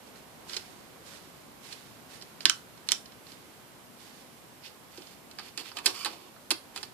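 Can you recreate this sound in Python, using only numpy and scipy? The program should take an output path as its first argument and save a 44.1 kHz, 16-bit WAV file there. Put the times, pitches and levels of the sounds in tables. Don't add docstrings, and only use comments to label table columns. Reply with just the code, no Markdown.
import sys
import numpy as np
from scipy import signal
from scipy.fft import rfft, irfft, next_fast_len
from scipy.io import wavfile
from scipy.ndimage import uniform_filter1d

SR = 44100
rng = np.random.default_rng(int(sys.argv[2]) if len(sys.argv) > 2 else 0)


def how_loud(loudness_db):
    steps = np.asarray(loudness_db, float) / 20
    return 10 ** steps


def bounce(signal):
    frames = np.transpose(np.atleast_2d(signal))
    limited = np.clip(frames, -1, 1)
    pcm = np.round(limited * 32767).astype(np.int16)
    wavfile.write(sys.argv[1], SR, pcm)


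N = 305613
EDGES_HZ = 25 * 2 ** np.arange(0, 9.6, .5)
LOW_EDGE_HZ, MID_EDGE_HZ, BRIGHT_EDGE_HZ = 700, 1900, 5700
DELAY_SAMPLES = 64


def rms_one(x):
    return x / np.sqrt(np.mean(np.abs(x) ** 2) + 1e-20)


def fft_hz(size):
    return np.arange(size // 2 + 1) * SR / size


def at_hz(points, hz, column=1):
    points = np.array(points)
    return np.interp(np.log(np.maximum(hz, 1)), np.log(points[:, 0]), points[:, column])


def band(x, low_hz, high_hz):
    return signal.sosfilt(signal.butter(2, [low_hz, high_hz], "band", fs=SR, output="sos"), x)


def drift(rate):
    step = 40
    r = np.exp(-2 * np.pi * step * rate / SR)
    white = rng.standard_normal(N // step + 2002)
    slow = signal.lfilter([1], [1, -2 * r, r * r], white)[2000:]
    return np.interp(np.arange(N) / step, np.arange(len(slow)), rms_one(slow))


def strokes(rows, rise_db_per_s, fall_db_per_s, share_column=None):
    power = np.zeros(N)
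    for row in rows:
        s, held, db = row[:3]
        share_db = row[share_column] if share_column else 0
        near = np.arange(max(round((s - .2) * SR), 0), min(round((s + held + .8) * SR), N))
        early_s = np.maximum(s - near / SR, 0)
        late_s = np.maximum(near / SR - s - held, 0)
        lost_db = rise_db_per_s * early_s + fall_db_per_s * late_s
        power[near] += how_loud(db + share_db - lost_db) ** 2
    return np.sqrt(power)


def grains(per_s, spread_db):
    sizes = how_loud(spread_db * np.minimum(rng.exponential(1, N), 4)) * rng.choice([-1, 1], N)
    return rms_one(sizes * (rng.random(N) < per_s / SR))


# (time [s], level [dB])
TOWN_SWELL = [(0, -56), (.5, -55.5), (1.3, -57), (2.3, -56.5), (3.2, -57), (4.2, -58), (5.2, -58),
              (6.4, -58.5), (6.93, -56)]
# (frequency [Hz], level per Hz [dB])
BACKGROUND_SPECTRUM = [(15, -47), (25, -26.5), (97, -7.5), (233, -1.5), (305, -5), (330, -5), (479, -6),
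                       (592, -12), (659, -7.5), (859, -7), (1150, -10.5), (2010, -14.5), (2180, -14.5),
                       (5530, -20), (14400, -22)]
# (frequency [Hz], likeness [0..1])
SIDE_LIKENESS = [(60, 0.31), (130, 0.75), (290, 0.4), (640, 0.42), (1400, 0.055), (3000, 0.01)]
# (frequency [Hz], left minus right [dB])
SIDE_BALANCE = [(60, -14), (110, 10), (200, 2), (380, -0.5), (700, -2), (1290, -3), (2380, -4), (4400, -5),
                (8120, -4.5), (15000, -3.5)]


def background():
    patchy_db = 0.78
    out, white = 0, rng.standard_normal((2, 2, N))
    s, swell = np.transpose(TOWN_SWELL)
    swell_db = np.interp(np.arange(N) / SR, s, swell - swell.mean())
    for k, (low, high) in enumerate(zip(EDGES_HZ, EDGES_HZ[1:])):
        mid, side = band(white[k % 2], low, high)
        hz = np.sqrt(low * high)
        alike = np.clip(at_hz(SIDE_LIKENESS, hz), 0, 1)
        town = 1 / (1 + (hz / 2500) ** 2)
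        tilt = how_loud(at_hz(SIDE_BALANCE, hz) / 2 * np.array([[1], [-1]]))
        gain = how_loud(at_hz(BACKGROUND_SPECTRUM, hz) + town * (swell_db + patchy_db * drift(2.0)))
        pair = np.sqrt(1 + alike) * mid + np.sqrt(1 - alike) * side * [[1], [-1]]
        out = out + gain * tilt * pair
    return how_loud(swell.mean() + 5.5) * rms_one(out)


# (frequency [Hz], decay time T60 [s], level [dB])
BALCONY_DECAY = [(298, 0.12, 1.5), (1350, 0.24, -5), (2920, 0.17, -10), (4600, 0.28, -10.5),
                 (6600, 0.14, -13.5), (9550, 0.37, -11), (14000, 0.3, -10)]


def balcony(x):
    gap_s, scatter_samples = 0.0025, 2.6
    t, tail = np.arange(SR // 2) / SR, 0
    white = rng.standard_normal((2, 2, len(t)))
    for k, (low, high) in enumerate(zip(EDGES_HZ[6:], EDGES_HZ[7:])):
        hz = np.sqrt(low * high)
        t60 = at_hz(BALCONY_DECAY, hz)
        decay = how_loud(at_hz(BALCONY_DECAY, hz, column=2) - 60 * t / t60)
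        tail = tail + band(white[k % 2], low, high) * decay / np.sqrt(t60 * SR / 14)
    tail = tail * np.clip(t / gap_s - 1, 0, 1) * how_loud([[-4.0], [0]])
    blurred_time = np.arange(N) + scatter_samples * drift(250)
    scattered = np.interp(blurred_time, np.arange(N), x[1])
    return signal.fftconvolve(scattered[None], tail, axes=1)[:, :N]


# (frequency [Hz], left minus right [dB])
LEFT_SHADOW = [(200, -6), (500, 2.5), (1200, -7), (2700, -9.5), (4200, -15), (6400, -9.5), (10000, -6),
               (15000, 0)]


def ports(size):
    lead_samples, turn_rad, turn_max_rad = 5.84, -1.44, 7.8
    hz = fft_hz(size)
    turn = 2 * np.pi * hz * lead_samples / SR + turn_rad * (1 - np.exp(-hz / 1000))
    left = how_loud(at_hz(LEFT_SHADOW, hz)) * np.exp(1j * np.minimum(turn, turn_max_rad))
    delayed = np.exp(-2j * np.pi * hz * DELAY_SAMPLES / SR)
    return np.array([left, np.ones_like(hz)]) * delayed


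# (fully spread [s], held [s], level [dB], settling below the flick [dB])
WING_FLICKS = [
    (.07, 0.0043, -53.5, -25),
    (.16, 0.024, -53.5, -15),
    (.495, 0.083, -42, -7),
    (1.064, .11, -47.5, -6),
    (1.642, 0.057, -47, -8),
    (1.724, 0.0064, -41, -9.5),
    (2.11, 0.06, -48, -6.5),
    (3.275, 0.061, -51, -4.5),
    (4.0, 0.077, -51, -2),
    (4.13, 0.086, -53.5, -17),
]
# (time [s], held [s], level [dB])
CANE_BRUSHES = [
    (2.412, 0.02, -46.5),
    (2.495, .004, -51),
    (2.872, .004, -45.5),
    (2.89, .012, -51),
    (2.908, .001, -33),
    (2.918, 0.0039, -28),
]
# (frequency [Hz], level per Hz [dB])
FEATHER_SPECTRUM = [(900, -13), (1800, -4.5), (2600, -4), (4500, -2.5), (6000, -5.5), (9000, -10),
                    (11500, -14), (15000, -28)]


def feathers():
    size = next_fast_len(N)
    flicking = strokes(WING_FLICKS, rise_db_per_s=446, fall_db_per_s=352)
    brushing = strokes(CANE_BRUSHES, rise_db_per_s=2490, fall_db_per_s=1796)
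    settling = strokes(WING_FLICKS, rise_db_per_s=446, fall_db_per_s=42, share_column=3)
    pressure = np.maximum(flicking + brushing, settling)
    barbs = np.array([grains(9000, spread_db=-2.0) for side in "LR"])
    rub = barbs * pressure * how_loud(0.49 * drift(38))
    colour = rms_one(how_loud(at_hz(FEATHER_SPECTRUM, fft_hz(size))))
    return irfft(rfft(rub, size) * colour * ports(size), size)[:, :N]


def resonances(modes, size):
    hz, width, level_db = np.transpose(modes)[:, :, None]
    grid_hz = fft_hz(size)
    r, w = np.exp(-np.pi * width / SR), 2 * np.pi * hz / SR
    z = np.exp(-2j * np.pi * grid_hz / SR)
    frame_cut, cane_cut = [
        signal.sosfreqz(signal.butter(6, cut_hz, "high", fs=SR, output="sos"), grid_hz, fs=SR)[1]
        for cut_hz in (326, 1020)]
    soft = 1 / (1 + 1j * grid_hz / 500) ** 2
    radiated = np.where(hz < LOW_EDGE_HZ, frame_cut * soft, cane_cut)
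    return how_loud(level_db) * radiated * np.sin(w) * z / (1 - 2 * r * np.cos(w) * z + r * r * z * z)


def alternate(count):
    return (-1) ** np.arange(count)


def part_db(modes, thud_db, low_db, bright_db):
    hz = np.array(modes)[:, 0]
    parts = [hz < LOW_EDGE_HZ, hz < MID_EDGE_HZ, hz > BRIGHT_EDGE_HZ]
    return np.select(parts, [thud_db, low_db, bright_db], 0.)


def blows(events, modes, rattle_db, rattle_s, struck_db, side_db, frame_db, frame_follows):
    size = 3072
    hardness, crack_edge_hz = 0.23, 11000
    out, t = np.zeros((2, N + size)), np.arange(size) / SR
    shapes, facing = resonances(modes, size), ports(size)
    hz = np.array(modes)[:, 0]
    energy = np.sum(np.abs(shapes) ** 2, axis=1, keepdims=True)
    for s, peak_db, low_db, bright_db, struck_hz in events:
        thud_db = frame_db + (frame_follows - 1) * (peak_db + 29)
        chatter = how_loud(-60 * t / rattle_s) * rng.laplace(0, 1, (len(modes), size))
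        rattle = shapes * rfft(chatter, axis=1)
        rattle = rattle * np.sqrt(energy / np.sum(np.abs(rattle) ** 2, axis=1, keepdims=True))
        rattle = rattle / (1 + (hz[:, None] / 6000) ** 3)
        struck = struck_db * np.exp(-(np.log2(hz / struck_hz) / 0.067) ** 2)
        askew = side_db * rng.standard_normal(len(modes)) * [[1], [0]]
        crack = hardness * (peak_db + 15.5) * (hz > crack_edge_hz)
        gains = how_loud(part_db(modes, thud_db, low_db, bright_db) + struck + askew + crack)
        gains = gains * alternate(len(modes))
        sound = irfft(gains @ (shapes + how_loud(rattle_db) * rattle) * facing, size)
        at = round(s * SR) - DELAY_SAMPLES + 10
        out[:, at:at + size] += how_loud(peak_db) * sound / np.abs(sound[1]).max()
    return out[:, :N]


# (frequency [Hz], width [Hz], level [dB])
GRIP_MODES = [(333, 250, 12.5), (1125, 105, -19.5), (1480, 140, -10), (1866, 450, -6), (2270, 190, -33.5),
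              (2610, 790, -4), (3110, 102, -10.5), (3480, 330, -5.5), (4200, 160, -3), (4450, 490, -4),
              (5000, 630, 5.5), (5050, 330, 0.5), (6010, 560, 10.5), (6450, 8000, 10), (7280, 400, 4.5),
              (10370, 1130, 0.5), (11700, 1900, -3)]
# (time [s], peak [dB], low canes [dB], bright tick [dB], cane struck [Hz])
CLAW_TICKS = [(0.1574, -41, 3, -16, 4560), (0.4948, -31.5, -5, -11, 4330), (0.5086, -44, -5, -15, 2850),
              (0.5326, -23.5, -17, -28, 3450), (0.5419, -26.5, -20, -12, 3130),
              (0.5651, -20.5, -33, -7, 3140), (0.567, -20, -35, -12, 4800), (1.7245, -32, -27, -22, 4200),
              (1.1595, -48, -2, -17, 2950), (2.212, -38.5, -22, -18, 4440), (2.2225, -32, -25, -7, 4850),
              (2.4057, -28, -6, -14, 4470), (2.7744, -45, -11, -16, 3640), (3.057, -38, -17, -9, 4740),
              (3.1208, -42, -9, -19, 2580), (3.2675, -40, -17, -19, 4180), (3.318, -40, -14, -12, 4290),
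              (5.0193, -39, -20, -20, 3700), (5.0694, -41, -16, -7, 3440), (5.312, -36.5, -23, -4.5, 4030)]


def claw_ticks():
    return how_loud(3.0) * blows(CLAW_TICKS, GRIP_MODES, rattle_db=8.5, rattle_s=0.033, struck_db=4.0,
                            side_db=3.0, frame_db=-20.0, frame_follows=1.0)


# (time [s], peak [dB], low canes [dB], bright tick [dB], cane struck [Hz])
CLAW_SNAPS = [
    (2.4544, -3.5, -3.5, -10, 3220),
    (2.4968, -6, -5, -4.5, 3110),
    (2.888, -13.5, -14, -7, 4120),
    (2.9187, -3.5, -16, -2.5, 3900),
]


def claw_snaps():
    return how_loud(6.0) * blows(CLAW_SNAPS, GRIP_MODES, rattle_db=-2.0, rattle_s=0.037, struck_db=5.5,
                            side_db=-3.0, frame_db=-14.0, frame_follows=0.05)


# (frequency [Hz], width [Hz], level [dB])
RIM_MODES = [(289, 63, 8), (475, 460, 8.5), (750, 140, 12.5), (930, 1380, 0.5), (1210, 53, -8),
             (1570, 194, -1.5), (2000, 690, -6.5), (2300, 630, -14.5), (2580, 154, -9.5), (3110, 244, -7),
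             (4060, 500, 1.5), (4020, 590, -1), (4560, 470, 3), (5000, 430, 0), (5430, 430, -6),
             (6830, 510, 4.5), (7000, 4100, -3), (7720, 340, 4.5), (9400, 850, 10.5), (9920, 730, 10.5),
             (13600, 1600, 2)]
# (time [s], peak [dB], low canes [dB], bright tick [dB], cane struck [Hz])
FRAME_THUDS = [
    (2.456, -41.5, -17, -25, 600),
    (4.979, -38, -29, -25, 310),
    (5.60, -45.5, -15, -25, 400),
    (5.87, -35.5, -20, -25, 320),
    (6.06, -38.5, -12, -25, 450),
    (6.515, -32.5, -25, -25, 315),
]


def frame_thuds():
    return blows(FRAME_THUDS, RIM_MODES, rattle_db=9.5, rattle_s=0.033, struck_db=-5.0,
                 side_db=-4.5, frame_db=23.0, frame_follows=0.64)


# (time [s], peak [dB], low canes [dB], bright tick [dB], cane struck [Hz])
CANE_TAPS = [
    (5.657, -34, -5, -23, 3100),
    (5.7165, -29, -4.5, -25, 5000),
    (6.3635, -39, 3, -27, 1560),
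]


def cane_taps():
    return blows(CANE_TAPS, RIM_MODES, rattle_db=0.0, rattle_s=0.066, struck_db=7.5,
                 side_db=3.0, frame_db=-25.0, frame_follows=1.0)


# (frequency [Hz], width [Hz], level [dB])
TAUT_MODES = [(1140, 150, -1), (2380, 130, -4), (3030, 160, 0), (4220, 160, -4), (4740, 160, 3),
              (5380, 200, 0), (5650, 200, -6), (8960, 300, -8)]
# (taut [s], held [s], level [dB])
STRAND_PULLS = [
    (5.95, .085, -40),
]


def pull():
    size = next_fast_len(N)
    body = rms_one(alternate(len(TAUT_MODES)) @ resonances(TAUT_MODES, size))
    tension = strokes(STRAND_PULLS, rise_db_per_s=800, fall_db_per_s=900)
    slips = grains(2500, spread_db=2.0) * tension
    return irfft(rfft(slips, size) * body * ports(size), size)[:, :N]


# (frequency [Hz], width [Hz], level [dB])
WEAVE_MODES = [(333, 110, 7.5), (500, 124, 7.5), (714, 200, 21), (1220, 180, 4), (1750, 850, -12),
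               (2520, 770, 3.5), (3120, 420, 1), (3620, 290, -3.5), (4200, 330, 0), (4540, 640, 3.5),
               (5420, 440, -1), (6500, 2000, -1.5), (9100, 1300, -6.5), (11800, 3900, -5)]
# (full pressure [s], held [s], level [dB], low canes [dB], bright [dB])
BEAK_DRAGS = [(4.646, 0.016, -45.5, -14, -9), (4.92, 0.21, -58, -27, -3), (5.4, 0.0092, -52, -21, -9.5),
              (5.435, 0.048, -52.5, -10, -6), (5.59, 0.011, -44.5, -9.5, -5), (5.653, .035, -47, -29, -8),
              (5.765, 0.018, -50, -0.5, -3), (5.855, 0.043, -43, -3, -3.5), (5.945, .09, -50, -10, 0),
              (6.07, 0.0042, -43, -6, -8), (6.1, 0.042, -52.5, -3, -6), (6.16, 0.12, -59, -1.5, -7),
              (6.762, 0.017, -49, -4, -3), (6.81, .04, -58, -13, 1)]


def drags():
    size, hz = next_fast_len(N), np.array(WEAVE_MODES)[:, 0]
    shapes, facing = resonances(WEAVE_MODES, size), ports(size)
    shared = grains(2500, spread_db=3.0) * how_loud(2.0 * drift(40))
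    heard = np.array([shared + 1.27 * grains(2300, spread_db=-1.5) for side in "LR"])
    low, bright = hz < MID_EDGE_HZ, hz > BRIGHT_EDGE_HZ
    middle = ~low & ~bright
    out = 0
    for chosen, share_column in ((low, 3), (middle, None), (bright, 4)):
        pressure = strokes(BEAK_DRAGS, 716, 396, share_column)
        body = rms_one(alternate(chosen.sum()) @ shapes[chosen])
        out = out + rfft(heard * pressure, size) * body
    return irfft(out * facing, size)[:, :N]


# (time [s], peak [dB], low canes [dB], bright tick [dB], cane struck [Hz])
BEAK_PECKS = [(4.975, -33.5, -14.5, -11, 5400), (5.3862, -29, -10.5, -21, 4400),
              (5.3946, -27, -9, -24, 2000), (5.5759, -20.5, -25, -6.5, 2830),
              (5.6103, -29.5, -8.5, -10, 2820), (5.769, -24, -13.5, -14, 3070),
              (5.7864, -27.5, -6, -5, 2560), (5.8589, -9.5, -16, -0.5, 4420),
              (5.8615, -9.5, -22, -5.5, 4740), (5.8747, -20.5, -7, 1, 3900), (6.0474, -18.5, -29, -8, 4240),
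              (6.0584, -19.5, -7, -10, 4270), (6.5056, -12.5, -37, -3, 2800), (6.5091, -11, -16, -23, 3020),
              (6.5141, -11, -10.5, 4, 4620), (6.761, -23.5, -8.5, -6, 4250), (6.7749, -25.5, -12, -7, 3640),
              (6.8296, -23, -12.5, -9, 4820)]


def beak_pecks():
    return how_loud(4.0) * blows(BEAK_PECKS, RIM_MODES, rattle_db=6.0, rattle_s=0.045, struck_db=9.5,
                            side_db=1.5, frame_db=-21.0, frame_follows=0.97)


def scene():
    near = feathers() + claw_ticks() + claw_snaps() + frame_thuds()
    near = near + cane_taps() + pull() + drags() + beak_pecks()
    return near + balcony(near) + background()


def low_pass(x):
    return signal.sosfilt(signal.butter(12, 15890, fs=SR, output="sos"), x)


def record(dry):
    dip_hz, dip_width_hz, dip_share = 6170, 770, 0.21
    top_cut_hz = 14550
    dip = signal.lfilter(*signal.iirpeak(dip_hz, dip_hz / dip_width_hz, SR), dry)
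    loud = np.clip(dry - dip_share * dip, -1, 1)
    kept = signal.sosfilt(signal.ellip(10, .3, 70, top_cut_hz, fs=SR, output="sos"), loud)
    top = signal.sosfilt(signal.ellip(6, .3, 50, top_cut_hz, "high", fs=SR, output="sos"), loud)
    cracking = uniform_filter1d(top ** 2, size=128, axis=1) > how_loud(-55) ** 2
    opened = uniform_filter1d(cracking * 1., size=64, axis=1)
    return low_pass(kept + how_loud(-24) * top * opened)


dry = scene()
out = record(dry)
bounce(out)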